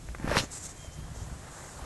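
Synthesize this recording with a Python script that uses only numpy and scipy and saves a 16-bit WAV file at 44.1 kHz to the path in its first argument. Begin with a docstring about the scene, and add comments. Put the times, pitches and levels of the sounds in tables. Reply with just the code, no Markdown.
"""Rustling in a snake's pen

A snake lies on dry bedding in a wooden pen. Two small ticks lead into one loud swish,
probably cloth close to the microphone, whose treble swells as it speeds up. Thin hissing rubs
and a soft rustle follow; like the swish, they are stick-slip friction of many fibres.
Beneath them lie quiet air, the rumble of a hand-held camera and one faint far whistle."""
import sys
import numpy as np
from scipy import signal
from scipy.fft import rfft, irfft
from scipy.io import wavfile

SR = 44100
rng = np.random.default_rng(int(sys.argv[2]) if len(sys.argv) > 2 else 0)


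def persist_wave(psi):
    """Save psi, clipped to +-1, as 16-bit WAV."""
    counts = np.round(np.clip(psi, -1, 1) * 32767).astype(np.int16)
    wavfile.write(sys.argv[1], SR, np.atleast_2d(counts).T)


N = 81585
T = np.arange(N) / SR
FREQS = np.fft.rfftfreq(N, 1 / SR)


def amp(db):
    """Amplitude ratio of a level in decibels."""
    return 10 ** (np.asarray(db) / 20)


def unit(x):
    """Normalisation to rms 1."""
    return x / np.sqrt(np.mean(x ** 2) + 1e-20)


def envelope(points, fade_db_per_s=400):
    """Gain along a curve of (seconds, dB), with exponential fades beyond its ends."""
    s, db = np.transpose(points)
    return amp(np.interp(T, s, db) - fade_db_per_s * abs(T - np.clip(T, s[0], s[-1])))


def gain_at(f, spectrum):
    """Magnitude response: (Hz, dB) points interpolated over log frequency."""
    hz, db = np.transpose(spectrum)
    return amp(np.interp(np.log(f + 1), np.log(hz + 1), db))


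def colour(x, spectrum):
    """Spectral shaping of a steady sound, at rms 1."""
    return unit(irfft(rfft(x) * gain_at(FREQS, spectrum), N))


def drift(hz):
    """Low-pass noise: a random wander of rms 1."""
    return unit(irfft(rfft(rng.standard_normal(N)) * np.exp(-(FREQS / hz) ** 2), N))


def friction(slip_share, slips_per_s, clump_db, clump_hz):
    """Stick-slip friction: separate slips share the power with a smooth wash, and both swell in clumps."""
    slips = (rng.random(N) < slips_per_s / SR) * rng.choice([-1, 1], N)
    slips = unit(slips * amp(5.7 * np.minimum(rng.exponential(1, N), 3)))
    wash = rng.standard_normal(N)
    clumps = amp(clump_db * drift(clump_hz))
    return (np.sqrt(slip_share) * slips + np.sqrt(1 - slip_share) * wash) * clumps


# Spectrum of the air. Each row: frequency in Hz, relative level in dB.
AIR_SPECTRUM = [(20, -11), (60, -9), (100, -9.5), (150, -0.5), (205, -10.5), (360, -14.5), (620, -12.5),
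                (900, -18.5), (1700, -20), (2900, -24.5), (4800, -25.5), (7300, -21), (9000, -26),
                (11800, -31)]

def air(level_db=-51):
    """Ambient noise: steady, and strongest at low frequencies."""
    return amp(level_db) * colour(rng.standard_normal(N), AIR_SPECTRUM)


# Spectrum of the rumble. Each row: frequency in Hz, relative level in dB.
RUMBLE_SPECTRUM = [(10, -12), (28, -3), (45, -2), (68, 3), (95, -5.5), (150, -4.5), (200, -16.5),
                   (320, -17), (700, -52), (3000, -43)]
# Course of the rumble. Each row: time in seconds, level in dB.
RUMBLE_LEVELS = [(0, -49), (.11, -42), (.18, -47.5), (.27, -35), (.385, -42), (.47, -47.5), (.8, -49.5),
                 (.89, -46), (.94, -48), (.99, -39.5), (1.07, -45), (1.22, -42), (1.34, -47), (1.41, -48),
                 (1.72, -52.5), (1.83, -43)]
# Dull bumps. Each row: start in seconds, envelope peak in dB, pitch in Hz, ring length in cycles.
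GRIP_BUMPS = [(0.085, -37.5, 60.3, 1.8), (.1985, -31, 209, 0.65), (0.244, -19, 183, 0.42),
              (.2758, -21.5, 252, 0.44), (.3135, -18.5, 582, 2.6), (0.356, -24, 453, 1.7),
              (0.3703, -17, 150, 0.51), (0.402, -26, 100, 0.46), (.436, -25.5, 235, 0.53),
              (.846, -40, 580, 1.2), (.878, -34, 72.4, 0.58), (0.987, -32.5, 131, 0.66),
              (1.115, -33.5, 111, 0.75), (1.161, -35.5, 646, 0.72), (1.217, -31, 92, 1.04),
              (1.273, -33, 140, 0.76), (1.312, -34, 109, 0.89), (1.325, -29.5, 73, 0.54),
              (1.7922, -38, 950, 3.7)]

def handling():
    """Structure-borne sound: a shifting grip makes low rumble and heavily damped oscillations."""
    out = envelope(RUMBLE_LEVELS) * colour(rng.standard_normal(N), RUMBLE_SPECTRUM)
    for start, db, hz, ring_cycles in GRIP_BUMPS:
        cycles = np.maximum(T - start, 0) * hz
        rise = 2 * cycles / ring_cycles  # 1 at the envelope's peak
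        out += amp(db) * rise * np.exp(1 - rise) * np.sin(2 * np.pi * cycles)
    return out


# Spectrum of a tick. Each row: frequency in Hz, relative level in dB.
TICK_SPECTRUM = [(80, -6), (400, -4.5), (900, -1), (1200, -1.5), (1700, 0.5), (2600, -7), (3100, -26),
                 (4000, -34), (12000, -26)]
# Dry ticks. Each row: start in seconds, peak level in dB.
DRY_TICKS = [(.0882, -32.5), (.1487, -28), (.1503, -47), (.1845, -38), (.199, -33.5), (0.3149, -20),
             (0.369, -9.5), (.572, -34)]

def ticks(tail_db=-21, tail_t60_s=0.028):
    """Impulse excitation: each snap and its scratchy tail pass through one minimum-phase filter."""
    impulses = np.zeros(N)
    for start, db in DRY_TICKS:
        age = np.maximum(T - start, 0)
        impulses += amp(db + tail_db - 60 * age / tail_t60_s) * (T > start) * rng.standard_normal(N)
        impulses[round(start * SR)] += amp(db)
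    log_gain = np.log(gain_at(abs(np.fft.fftfreq(4096, 1 / SR)), TICK_SPECTRUM))
    minimum_phase = np.exp(np.conj(signal.hilbert(log_gain)))
    snap = np.fft.ifft(minimum_phase).real[:2048]
    return signal.fftconvolve(impulses, snap / abs(snap).max())[:N]


# Narrow bands that colour the swish. Each row: centre in Hz, width in Hz, gain in dB.
SWISH_RESONANCES = [(287, 46, 7.5), (536, 37, 6.5), (880, 91, 5), (1790, 93, 1), (2100, 96, -2),
                    (2800, 99, 3.5), (3570, 70, 6), (4180, 220, 5.5), (5400, 410, 2.5)]

def resonate(x):
    """Resonance: bell-shaped peaks, and one shallow dip, in the frequency response."""
    gain_db = sum(db / (1 + (2 * (FREQS - hz) / width) ** 2) for hz, width, db in SWISH_RESONANCES)
    return irfft(rfft(x) * amp(gain_db), N)


# Spectra of the swish's slow body, fast body and treble. Each row: frequency in Hz, relative level in dB.
SLOW_SPECTRUM = [(60, -24), (150, 2), (350, -2), (600, 1.5), (900, -2), (1800, -1.5), (2600, -10),
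                 (4000, -23), (12000, -26)]
FAST_SPECTRUM = [(60, -11), (150, 5), (350, 1), (600, 4), (1100, 1.5), (1900, -2), (2800, -11), (4000, -23),
                 (12000, -18)]
TREBLE_SPECTRUM = [(800, -14.5), (2200, 0.5), (3000, 0.5), (4000, -1), (5500, -2), (6800, -7.5),
                   (8500, -12.5), (11500, -14)]
# Course of its body and its treble. Each row: time in seconds, level in dB.
BODY_LEVELS = [(.16, -69), (.225, -46.5), (.265, -38.5), (.315, -30), (.338, -33.5), (.36, -28),
               (.386, -30), (.416, -42), (.445, -42), (.47, -63)]
TREBLE_LEVELS = [(.25, -77), (.29, -47.5), (.34, -41.5), (.362, -32), (.384, -24.5), (.397, -29.5),
                 (.412, -39.5), (.44, -56), (.47, -58)]

def swish(slip_share=0.41, fill_out_at_s=0.363, blend_s=0.012):
    """Sliding friction of cloth: the body turns fuller and deeper while a separate treble fizz swells."""
    rub = resonate(friction(slip_share, slips_per_s=2900, clump_db=2.0, clump_hz=149))
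    fullness = 0.5 + 0.5 * np.tanh((T - fill_out_at_s) / blend_s)
    body = (1 - fullness) * colour(rub, SLOW_SPECTRUM) + fullness * colour(rub, FAST_SPECTRUM)
    fizz = resonate(friction(slip_share, slips_per_s=3200, clump_db=2.6, clump_hz=253))
    return body * envelope(BODY_LEVELS) + colour(fizz, TREBLE_SPECTRUM) * envelope(TREBLE_LEVELS)


# Spectrum of a hiss, before it is shifted. Each row: frequency in Hz, relative level in dB.
HISS_SPECTRUM = [(1500, -27), (3500, -15.5), (5000, -10), (6200, -3.5), (7300, 1.5), (8200, -2.5),
                 (9400, -13), (11500, -16)]
# Hissing rubs. Each row: start in seconds, length in seconds, level in dB, spectral peak in Hz.
HISSING_RUBS = [(0.387, 0.063, -43, 6600), (0.501, 0.087, -41.5, 7630), (0.587, 0.062, -46.5, 7400),
                (0.619, .05, -42, 7530), (0.643, 0.024, -40.5, 7100), (0.677, 0.044, -47, 7230),
                (0.743, 0.13, -54.5, 7100), (0.905, 0.055, -55, 6660), (1.137, 0.11, -53, 7000),
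                (1.233, 0.3, -59.5, 7600), (1.5, 0.23, -52, 7400), (1.713, 0.087, -55, 7500)]

def hisses(rise_s=0.02, fall_s=0.011, unshifted_peak_hz=7300):
    """Friction noise of light sliding contacts: each is a swell of thin hiss in its own high band."""
    out = np.zeros(N)
    hz, shape_db = np.transpose(HISS_SPECTRUM)
    for start, length, db, peak_hz in HISSING_RUBS:
        attack = np.clip((T - start) / rise_s, 0, 1)
        release = np.exp(-np.maximum(T - start - length + fall_s / 2, 0) / fall_s)
        rub = friction(slip_share=0.34, slips_per_s=4400, clump_db=0, clump_hz=90)
        spectrum = np.c_[hz * peak_hz / unshifted_peak_hz, shape_db]
        out += amp(db) * attack * release * colour(rub, spectrum)
    return out


# Spectrum of the rustle, before the shelf. Each row: frequency in Hz, relative level in dB.
RUSTLE_SPECTRUM = [(100, -15), (280, -3), (420, -2.5), (750, 0), (1200, -2), (1700, -4), (2400, -4),
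                   (4000, -6.5), (11000, -9.5)]
# Course of the rustle. Each row: time in seconds, level in dB, shelf edge in Hz.
RUSTLE_COURSE = [(0, -76, 2380), (.48, -57, 2320), (.565, -52.5, 2370), (0.609, -57, 2350),
                 (.665, -49.5, 2500), (.74, -59.5, 2440), (.845, -56.5, 2740), (.9, -60.5, 2300),
                 (1.03, -56, 2000), (1.12, -56.5, 2130), (1.23, -50.5, 1980), (1.38, -54.5, 1980),
                 (1.49, -49, 2200), (1.535, -52, 2120), (1.58, -49, 2080), (1.66, -50, 2310),
                 (1.72, -49.5, 1900), (1.79, -48, 1730), (1.85, -45.5, 1720)]

def rustle(shelf_db=-12, edge_width_hz=150):
    """Soft, dense friction noise under a treble shelf whose edge sinks towards the end."""
    s, db, edge_hz = np.transpose(RUSTLE_COURSE)
    rub = friction(slip_share=0.17, slips_per_s=3300, clump_db=1.5, clump_hz=120)
    f, t, frames = signal.stft(colour(rub, RUSTLE_SPECTRUM), SR, nperseg=256)
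    above_edge = 0.5 + 0.5 * np.tanh((f[:, None] - np.interp(t, s, edge_hz)) / edge_width_hz)
    _, softened = signal.istft(frames * amp(shelf_db * above_edge), SR)
    return envelope(np.c_[s, db]) * unit(softened[:N])


# Course of the far whistle. Each row: time in seconds, pitch in Hz, level in dB.
WHISTLE_COURSE = [(.775, 3160, -69), (.795, 3195, -60.5), (.835, 3200, -56.5), (.895, 3065, -64.5),
                  (.95, 3110, -64), (1.03, 3200, -69), (1.15, 3220, -76), (1.205, 3200, -61),
                  (1.235, 3100, -77)]

def whistle(flutter_db=1.5, pitch_wobble=0.0045):
    """Frequency and amplitude modulation: a pure tone, perhaps a bird, flutters as it dips and rises."""
    s, hz, db = np.transpose(WHISTLE_COURSE)
    pitch = np.interp(T, s, hz) * (1 + pitch_wobble * drift(60))
    tone = np.sqrt(2) * np.sin(2 * np.pi * np.cumsum(pitch) / SR)
    return tone * envelope(np.c_[s, db]) * amp(flutter_db * drift(47))


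def pen_reflections(x, level_db=-14, t60_s=0.063, echoes_per_s=2000, delay_s=0.004):
    """Reverberation: the boards return a short scatter of echoes that decays exponentially."""
    t = T[:SR // 4]
    echoes = rng.standard_normal(len(t)) * (rng.random(len(t)) < echoes_per_s / SR)
    tail = echoes * (t > delay_s) * amp(-60 * t / t60_s)
    return amp(level_db) * signal.fftconvolve(x, tail / np.linalg.norm(tail))[:N]


def scene():
    """Superposition in one channel: rubs and ticks with their echoes, plus air, handling and whistle."""
    contacts = swish() + hisses() + rustle() + ticks()
    return (contacts + air() + pen_reflections(contacts) + handling() + whistle())[None]


def record(dry, cutoff_hz=11850):
    """Band limiting: a steep linear-phase low-pass removes the highest treble."""
    lowpass = signal.firwin(801, cutoff_hz, window=("kaiser", 9), fs=SR)
    return signal.oaconvolve(dry, lowpass[None], "same")


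dry = scene()
out = record(dry)
persist_wave(out)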